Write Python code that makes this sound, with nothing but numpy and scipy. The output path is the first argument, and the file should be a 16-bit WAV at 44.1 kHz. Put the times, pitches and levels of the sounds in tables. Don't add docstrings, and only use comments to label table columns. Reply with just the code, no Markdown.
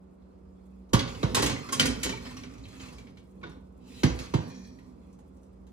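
import sys
import numpy as np
from scipy import signal
from scipy.fft import rfft, irfft, next_fast_len
from scipy.io import wavfile
from scipy.ndimage import uniform_filter1d, map_coordinates

SR = 44100
rng = np.random.default_rng(int(sys.argv[2]) if len(sys.argv) > 2 else 0)


def store_wav(level_fs):
    pcm = np.round(np.clip(np.atleast_2d(level_fs), -1, 1) * 32767)
    wavfile.write(sys.argv[1], SR, pcm.T.astype(np.int16))


N = 252252

# t/s, level/dB, rise/ms, bass tilt/dB (gain at 800 Hz), treble tilt/dB (9.5 is added at 8 kHz), #
# one cup f/Hz, its relative level/dB, another cup f/Hz, its relative level/dB
CONTACTS = [(0.89, -59, 2.9, -8, -13, 5640, -12, 6300, -10),
            (0.9318, -13.5, 2.2, 6.5, -13.5, 1100, -9, 3100, -10.5),
            (0.942, -19, 3, 5, -30, 948, -1, 1133, -3),
            (0.9903, -17.5, 1.4, -13, -22.5, 3340, -2, 4490, -9),
            (1.075, -32, 2, -4, -29, 3900, -9, 3290, -10), (1.146, -34, 3.3, 1, -26, 2980, -6, 4460, -10),
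            (1.2293, -24, 0.73, 9.5, -22.5, 1163, -2, 3900, -7.5),
            (1.345, -14, 2.9, -1, -8, 1050, -14, 3650, -9),
            (1.366, -16.5, 1.5, 4.5, -15.5, 1078, -5.5, 3100, -20),
            (1.388, -21.5, 4.6, 3.5, -14, 1100, -7, 3400, -10),
            (1.419, -13.5, 6.4, 3.5, -10, 4024, -9, 4820, -10),
            (1.44, -21, 4, -1, -12.5, 3100, -8, 5800, -10),
            (1.4587, -17, 3.7, -1, -11.5, 3360, -8, 6560, -11),
            (1.4958, -23.5, 1.1, 5.5, -18, 1220, -27, 2300, -25),
            (1.512, -33, 2, 2, -15, 3280, -11, 4400, -4), (1.562, -38.5, 2, -7, -22, 2040, 8, 3400, -21),
            (1.688, -29.5, 1.4, 2.5, -20, 1120, -12, 2060, -5),
            (1.72, -16, 9.4, -0.5, -3, 1086, 1.5, 5240, -4),
            (1.7961, -7.5, 0.81, -8, -15.5, 3070, -5, 1440, -11.5),
            (1.8545, -19, 1.7, -2, -8.5, 2050, -6, 4550, -14),
            (1.903, -36.5, 1.8, 6, -14.5, 2330, -9, 5220, 3.5),
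            (2.029, -17.5, 4, -9, -8, 2250, -8, 4680, -20),
            (2.0476, -18, 8.2, 3, -17.5, 3090, -8, 1887, -6),
            (2.091, -25, 2.1, 2.5, -16, 1855, -1, 3937, -8),
            (2.122, -35.5, 2.8, 5, -23, 2313, 7.5, 3120, 0), (2.134, -39, 4, -5, -29, 894, 7.5, 4060, -12),
            (2.172, -44.5, 3.3, -13, -24, 2260, 10, 855, -4), (2.25, -37, 3.6, 7, -23, 3060, -5, 2400, -12),
            (2.261, -33.5, 4, -11, -28.5, 986, -4.5, 1785, 0),
            (2.3065, -38.5, 3, -1, -24.5, 990, -1.5, 2650, -10),
            (2.364, -32.5, 5.6, -0.5, -16, 1133, -6, 5740, -7),
            (2.433, -36, 2.1, 0, -24, 2280, -2, 5700, -9), (2.535, -49, 3, -9, -13, 5800, -7, 1080, -11),
            (2.579, -47, 2, -2, -20, 5950, -10, 2350, -10),
            (2.635, -45.5, 5.3, -22, -29, 3930, 3, 4300, -3),
            (2.652, -42.5, 1.8, -26, -22, 2590, -6, 3110, -6),
            (2.681, -46.5, 4, -12, -11, 4050, -6, 6600, -13),
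            (2.7945, -33.5, 6.6, -22, -30, 3120, -6, 3940, -8),
            (2.83, -40, 3.2, -10, -26.5, 2170, -9, 3980, -11),
            (2.856, -42, 3, -3, -18, 3980, -10, 2380, -8), (2.883, -45, 2.7, -2, -15, 2670, 0, 3360, -10),
            (2.925, -48, 3.6, 12, -6.5, 930, -11, 6650, -13),
            (2.9814, -42.5, 1.6, -2, -14, 2330, -1, 3935, -8),
            (3.069, -46.5, 1.5, 1.5, -30.5, 2270, -2.5, 1030, -22),
            (3.171, -44.5, 1.6, -9, -22.5, 2307, -5, 4000, -13.5),
            (3.412, -51, 2.8, 3, -31.5, 2400, -7, 1310, -5.5),
            (3.429, -37, 3.2, 8.5, -31, 1097, -1, 2230, -1),
            (3.437, -39.5, 1.8, 7.5, -43.5, 1484, 8.5, 2300, -4),
            (3.463, -44, 3.6, 4.5, -27, 1190, -3, 2100, -10),
            (3.492, -49, 2.7, -1.5, -14, 3330, -12, 2730, -8),
            (3.5145, -47, 4, 3, -42, 1210, -2.5, 5520, -11), (3.982, -46, 6, -8, -22.5, 2570, 0, 4000, -4),
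            (4.0334, -16, 0.86, 6, -20.5, 993, -22, 1544, -14), (4.095, -38, 3, 3, -24, 2630, -2, 4000, 0),
            (4.187, -30, 2.8, 1, -16, 2630, -9, 2370, -23),
            (4.3381, -24, 0.66, 12.5, -21, 905, -9, 1186, -16),
            (4.787, -51, 0.45, -1.5, -33, 1890, -1.5, 950, -8.5),
            (5.1258, -64.5, 2, 6, 0, 6290, -12.5, 2610, -18),
            (5.188, -61, 1.6, 16, -6, 6350, -14, 2610, -20),
            (5.366, -70.5, 2.1, 13.5, 1, 2740, -20, 6200, -19.5),
            (5.429, -65.5, 2.2, 9.5, -1.5, 6230, -13.5, 2610, -17.5),
            (5.665, -58, 2.9, 11.5, -9.5, 2580, -13.5, 6160, -19)]
# f/Hz, relative level/dB, t60/s (before the hand's damping)
TIN_MODES = [(1153, -10, 0.15), (1458, -8, 0.22), (1904, -6.5, 0.27), (2168, -6, .15), (2235, -3, 0.19),
             (2800, -5, .15), (3070, 0.5, 0.13), (3274, -4, 0.25), (3970, -0.5, .12), (4160, -6, .12),
             (4640, -9, 0.063), (5480, -10, 0.078), (6030, -2, 0.22), (6620, 3, 0.14), (7200, -6, .1)]
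# f/Hz, relative level/dB
CRASH_SPECTRUM = [(150, -22), (250, 3.5), (393, -9), (493, -14.5), (802, -22.5), (1080, -16), (1280, -25.5),
                  (1470, -15.5), (1730, -17.5), (7310, -16.5), (11900, -22), (13200, -43.5), (14400, -21),
                  (16000, -34.5)]
CLANK_T60_S, CUP_T60_S = 0.14, 0.065
NOISE_T60_SHARE = 0.84
TIN_DB, CUP_ROOM_DB = -19.5, -7
SHEET_DB, SHEET_SCATTER_DB = -4.5, 2.5
SHEET_T60_S = 0.17

# t/s, rasp level/dB
RUB_STROKES = [
    [(0.98, -72), (1.09, -52), (1.57, -53), (1.91, -46), (2.15, -54), (2.31, -54.5), (2.6, -65),
     (2.7, -61.5), (2.8, -52), (2.96, -62), (3.09, -73), (3.23, -90)],
    [(3.76, -93), (3.83, -70), (3.87, -61), (3.914, -54), (4.002, -48.5), (4.035, -53.5)],
    [(4.035, -53), (4.161, -55), (4.237, -50), (4.345, -60.5)],
    [(4.345, -78), (4.409, -56.5), (4.639, -61), (4.77, -69), (4.82, -75), (4.87, -74), (4.95, -92)],
    [(4.75, -86), (4.9, -74.5), (5.271, -88)],
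]
# f/Hz, width/Hz, relative level/dB
DRAG_PEAKS = [(1190, 90, -4.5), (2200, 350, -4), (2612, 140, -9), (3050, 56, -17), (3390, 36, -10),
              (4150, 140, -4), (5100, 150, -13.5), (6850, 56, -2)]
# f/Hz, width/Hz, relative level/dB
PUSH_PEAKS = [(2600, 190, -6), (3208, 90, -6.5), (4000, 88, -2), (5050, 69, -4.5), (7060, 200, -11.5),
              (7810, 110, -10.5)]
# f/Hz, width/Hz, relative level/dB
PULL_PEAKS = [(1778, 230, -7), (2418, 70, 2), (3286, 120, -12), (4123, 260, -3), (4630, 200, -5.5),
              (5620, 230, 0.5), (6800, 370, -9.5)]
IDLE_RASP_DB, IDLE_HISS_DB = -81.5, -89

# t/s, thump level/dB, wall boom level relative to the thump/dB
HEAVY_DROPS = [(0.9319, -10, -27), (1.23, -17, -13.5), (4.033, -11, -19), (4.3378, -15.5, -35)]
# f/Hz, relative level/dB, t60/s (limited to 0.8 s when rung)
WALL_MODES = [(117.8, -8, 1.4), (259, -2, 0.12), (354, 2, 0.2), (500, -9, 5.0), (630, -14, 0.39)]
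GLIDE_FROM_HZ, GLIDE_TO_HZ, GLIDE_S = 494.7, 111, 0.0095
THUMP_RISE_S, THUMP_HOLD_S, THUMP_T60_S = 0.0094, 0.022, 0.035

# t/s, level/dB
RACK_LEVEL = [(0.89, -61), (0.97, -38.5), (1.27, -45.5), (1.39, -32), (1.52, -33), (1.68, -47.5),
              (1.85, -28.5), (2.05, -44.5), (2.68, -51.5), (2.82, -47), (2.98, -49), (3.27, -62),
              (3.48, -46.5), (3.72, -61.5), (3.91, -51), (4.03, -53), (4.24, -44), (4.38, -61),
              (4.48, -42.5), (4.56, -51), (5.72, -66)]
# f/Hz, relative level/dB
RUMBLE_SPECTRUM = [(47, -34), (80, -9), (108, -2), (205, -11), (256, 2.5), (334, -19), (471, -12),
                   (559, -20.5), (900, -23), (1170, -24), (1980, -120)]
# t/s at its maximum, level/dB
CAVITY_JOLTS = [(0.98, -35), (1.1, -44.5), (1.29, -39.5), (1.44, -40), (1.54, -43), (1.91, -34.5),
                (2.08, -41), (2.22, -48.5), (2.62, -47.5), (2.979, -47.5), (4.121, -34.5), (4.401, -42),
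                (5.0, -55)]
BOOM_SWELL_S, BOOM_T60_S, BOOM_HZ = 0.03, 0.38, 58

# f/Hz, t60/s
ROOM_T60 = [(100, 0.24), (500, 0.52), (2000, 0.44), (6000, 0.39), (14000, 0.04)]
# f/Hz, correlation
TIN_LIKENESS = [(60, 0.96), (300, .85), (750, .7), (1000, 0.93), (1400, 0.29), (2200, 0.052), (9000, 0.88),
                (14000, 0.061)]
# f/Hz, level/dB
PORT_LEAN = [(60, -2.5), (150, -6), (380, -4), (950, -2), (2380, -0.5), (5980, -0.5), (15000, -2)]
# f/Hz, lag/rad
PORT_LAG = [(50, .55), (300, .75), (500, 1.6), (700, 2.6), (950, 1.5), (1300, 1.6), (1800, 2.4),
            (2500, 1.6), (10000, 1.6), (14000, 0)]

# f/Hz, relative level/dB
AIR_SPECTRUM = [(15, -26), (25, -11), (81, -3), (129, -23.5), (158, -6.5), (205, -8), (240, -6),
                (374, -10.5), (415, -12), (485, -13.5), (1110, -24.5), (1440, -31.5), (1560, -37),
                (12500, -65), (16200, -95.5), (22000, -120)]
# f/Hz, correlation
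AIR_LIKENESS = [(60, 0.67), (200, 0.94), (330, -0.16), (520, 0.17), (720, -0.65), (1200, -0.01),
                (3000, 0.41), (10000, -0.86), (14500, 0.91)]
# f/Hz, rms level/dB before unsteadiness and port balance
MOTOR_TONES = [(59.2, -58), (75.4, -63), (188.4, -57), (376.8, -72.5), (468.3, -77.5)]
AIR_DB = -56
TOP_HZ = 16000


def clanks():
    out, cups = np.zeros((2, N + SR)), np.zeros(N + SR)
    t = np.arange(SR // 4) / SR
    modes = sheet(t, count=200)
    for s, db, rise_ms, low_db, top_db, cup_hz, cup_db, next_hz, next_db in CONTACTS:
        hit = crash(t)
        rattle = chatter(t, CLANK_T60_S, count=70)
        hit += amp(-4.0) * rattle / np.abs(rattle).max()
        draw = rng.standard_normal((2, 2, len(modes)))
        dense = (draw[0] * amp(SHEET_SCATTER_DB * draw[1])) @ modes
        hit += amp(SHEET_DB) * dense / np.abs(dense).max()
        hit[0] += amp(TIN_DB - 30 * t / CLANK_T60_S) * ring(TIN_MODES, t, scatter_db=3)

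        rise_s = max(rise_ms, 0.3) / 1000
        onset = amp(db) * (1 - np.exp(-(t / rise_s) ** 2))
        tilt = [(800, low_db), (2200, 0.0014), (4500, 0.16 * (top_db + 13.5)), (8000, top_db + 9.5)]
        start = round(s * SR)
        cup_modes = split_pair(cup_hz, cup_db) + split_pair(next_hz, next_db)
        cups[start:][:len(t)] += onset * ring(cup_modes, t, scatter_db=1.5)
        out[:, start:][:, :len(t)] += onset * filtered(hit, lambda hz: amp(along(tilt, hz)))
    return out[:, :N], cups[:N]


def crash(t):
    hz, frame, z = signal.stft(rng.standard_normal((2, len(t))), SR, nperseg=128)
    life = NOISE_T60_SHARE * CLANK_T60_S * (np.maximum(hz, 300) / 3000)[:, None] ** -0.25
    z = z * amp(along(CRASH_SPECTRUM, hz))[:, None] * amp(-60 * frame / life)
    noise = signal.istft(z, SR, nperseg=128)[1][:, :len(t)]
    return noise / np.abs(noise).max()


def chatter(t, t60, count):
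    draw = rng.random((4, count, 1))
    hz = 700 * 14 ** draw[0]
    late = -0.1 * t60 * np.log(draw[1])
    age = np.clip(t - late, 0, 1)
    touch_t60 = 0.0046 + 0.041 * draw[3]
    strength_db = along(CRASH_SPECTRUM, hz) - 2 * np.log(draw[2]) - 30 * late / t60
    touches = amp(strength_db - 60 * age / touch_t60) * np.sin(2 * np.pi * hz * age)
    return touches.reshape(2, -1, len(t)).sum(1)


def sheet(t, count):
    draw = rng.standard_normal((2, count, 1))
    hz = np.geomspace(700, 12000, count)[:, None] * np.exp(0.01 * draw[0])
    t60 = SHEET_T60_S * (hz / 3000) ** -0.3 * np.exp(0.3 * np.clip(draw[1], -2, 2))
    fade = amp(along(CRASH_SPECTRUM, hz) - 60 * t / t60) * np.sqrt(hz / 3000)
    phase = 2 * np.pi * hz * t
    return np.concatenate([fade * np.sin(phase), fade * np.cos(phase)])


def split_pair(hz, db):
    return [(hz, db, CUP_T60_S), (1.03 * hz, db - 8, CUP_T60_S)]


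def strokes():
    hiss = rng.standard_normal((2, N)) * amp(1.5 * wobble(300) + 2.9 * wobble(54))
    hiss = unit(filtered(hiss, lambda f: amp(along(CRASH_SPECTRUM, f)) / (1 + (6000 / (f + 1)) ** 6)))
    out = amp(IDLE_HISS_DB + 3 * wobble(3.7)) * hiss
    # peaks, broadband bed gain, jolts per second, patch depth/dB, hiss relative to rasp/dB
    drag = (DRAG_PEAKS, 0.2, 150, 4, -16)
    push = (PUSH_PEAKS, 0.17, 10, 3.5, -17)
    pull = (PULL_PEAKS, 0.1, 6, 2.5, -16)
    idle = [(0, IDLE_RASP_DB), (N / SR, IDLE_RASP_DB)]
    kinds = [drag, drag, push, drag, pull, drag]
    for rows, (peaks, bed, rate, patch_db, hiss_db) in zip([idle] + RUB_STROKES, kinds):
        rasp_db, = controls(rows)
        slips = rng.standard_normal((2, N)) * amp(0.64 * wobble(300)) * jolts(rate)
        rasp = filtered(slips, lambda f: (bed * (f > 600) + resonances(peaks)(f)) / (1 + (f / 7500) ** 4))
        out += amp(rasp_db) * (unit(shifting(rasp, patch_db)) + amp(hiss_db) * hiss)
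    return out


def jolts(rate):
    kicks = (rng.random(N) < rate / SR).astype(float)
    return 1 + signal.lfilter([1], [1, -np.exp(-1 / (0.038 * SR))], kicks)


def resonances(peaks):
    def response(f):
        total = 0
        for k, (center, width, db) in enumerate(peaks):
            damping = 1j * f * width
            total = total + (-1) ** k * amp(db) * damping / (center ** 2 - f ** 2 + damping)
        return total
    return response


def shifting(x, depth_db):
    z = signal.stft(x, nperseg=256)[2]
    field = uniform_filter1d(rng.standard_normal(z.shape[1:]), size=2, axis=0)
    field = uniform_filter1d(field, size=14, axis=1)
    return signal.istft(z * amp(depth_db * unit(field)), nperseg=256)[1][:, :N]


def drops():
    out, t = np.zeros(N + SR), np.arange(SR // 2) / SR
    glide_hz = GLIDE_TO_HZ + (GLIDE_FROM_HZ - GLIDE_TO_HZ) * np.exp(-(t / GLIDE_S) ** 1.83)
    thump = np.sin(2 * np.pi * np.cumsum(glide_hz) / SR) * (1 - np.exp(-(t / THUMP_RISE_S) ** 1.2))
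    thump = thump * amp(-60 * np.clip(t - THUMP_HOLD_S, 0, 1) / THUMP_T60_S)
    for s, db, boom_db in HEAVY_DROPS:
        boom = amp(boom_db) * ring(WALL_MODES, t, scatter_db=4) * (1 - np.exp(-(t / 0.054) ** 2))
        out[round(s * SR):][:len(t)] += amp(db) * (thump + boom)
    return out[:N]


def shake():
    rumble_db, = controls(RACK_LEVEL)
    rumble = unit(filtered(rng.standard_normal(N), lambda f: amp(along(RUMBLE_SPECTRUM, f))))
    t = np.arange(N) / SR
    swell = np.zeros(N)
    for s, db in CAVITY_JOLTS:
        rise = np.exp(-(np.clip(s - t, 0, None) / BOOM_SWELL_S) ** 2)
        swell += rise * amp(db - 60 * np.clip(t - s, 0, None) / BOOM_T60_S)
    boom_hz = BOOM_HZ + 2.54 * wobble(6.7)
    boom = np.sqrt(2) * np.sin(2 * np.pi * np.cumsum(boom_hz) / SR)
    return amp(rumble_db) * rumble + swell * boom


def room(x):
    out, step = np.zeros((2, N + SR)), SR // 4
    delay = 150
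    for a in range(0, N, step):
        hz, t, z = signal.stft(rng.standard_normal((2, SR // 2)), SR, nperseg=256)
        decay = amp(-60 * t / along(ROOM_T60, hz)[:, None])
        tail = signal.istft(z * decay, SR, nperseg=256)[1]
        wet = signal.fftconvolve(x[None, a:a + step], tail / np.linalg.norm(tail[0]), axes=1)
        out[:, a + delay:a + delay + wet.shape[1]] += wet
    return out[:, :N]


def ports(x):
    half = np.array([[0.5], [-0.5]])
    return filtered(x, lambda hz: amp(half * along(PORT_LEAN, hz)) * np.exp(-1j * half * along(PORT_LAG, hz)))


def kitchen():
    air = filtered(rng.standard_normal((2, N)), lambda hz: amp(along(AIR_SPECTRUM, hz)))
    air = amp(AIR_DB + 0.3 * wobble(11.0)) * unit(spread(air, AIR_LIKENESS))
    t = np.arange(N) / SR
    hum = np.zeros(N)
    for hz, db in MOTOR_TONES:
        tone = np.sin(2 * np.pi * hz * t + 0.7 * wobble(6))
        hum += np.sqrt(2) * amp(db + 2.5 * wobble(9.8)) * tone
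    return (air + hum) * amp([[-1.2], [1.2]])


def ring(modes, t, scatter_db):
    hz, db, t60 = np.transpose(modes)[..., None]
    draw = rng.standard_normal((2, len(hz), 1))
    fade = amp(db + scatter_db * draw[0] - 60 * t / np.clip(t60, 0.02, 0.8))
    return np.sum(fade * np.sin(2 * np.pi * hz * t + 9 * draw[1]), 0)


def spread(pair, alike):
    def mid_side(hz):
        turn = np.arccos(np.clip(along(alike, hz), -1, 1)) / 2
        return np.array([np.cos(turn), np.sin(turn)])
    mid, side = filtered(pair, mid_side)
    return np.array([mid + side, mid - side])


def filtered(x, response):
    m = next_fast_len(x.shape[-1] + 8192)
    return irfft(rfft(x, m) * response(np.fft.rfftfreq(m, 1 / SR)), m)[..., :x.shape[-1]]


def wobble(rate):
    return map_coordinates(rng.standard_normal(int(N * rate / SR) + 4), [np.arange(N) * rate / SR])


def controls(rows):
    s, *cols = np.transpose(rows)
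    return [np.interp(np.arange(N) / SR, s, c, left=-120, right=-120) for c in cols]


def along(points, hz):
    f, v = np.transpose(points)
    return np.interp(np.log(hz + 1), np.log(f + 1), v)


def amp(db):
    return 10 ** (np.asarray(db) / 20)


def unit(x):
    return x / np.sqrt(np.mean(x ** 2) + 1e-20)


def scene():
    crashes, cups = clanks()
    tins = crashes + strokes()
    oven = drops() + shake()
    echoes = room(amp(-9) * oven + amp(-7.5) * (tins[0] + amp(CUP_ROOM_DB) * cups))
    central_cups = [[1], [0]] * cups
    return ports(oven + spread(tins + central_cups + echoes, TIN_LIKENESS)) + kitchen()


def record(dry):
    return filtered(dry, lambda hz: (hz < TOP_HZ) / (1 + (44 / (hz + 1)) ** 9))


dry = scene()
out = record(dry)
store_wav(out)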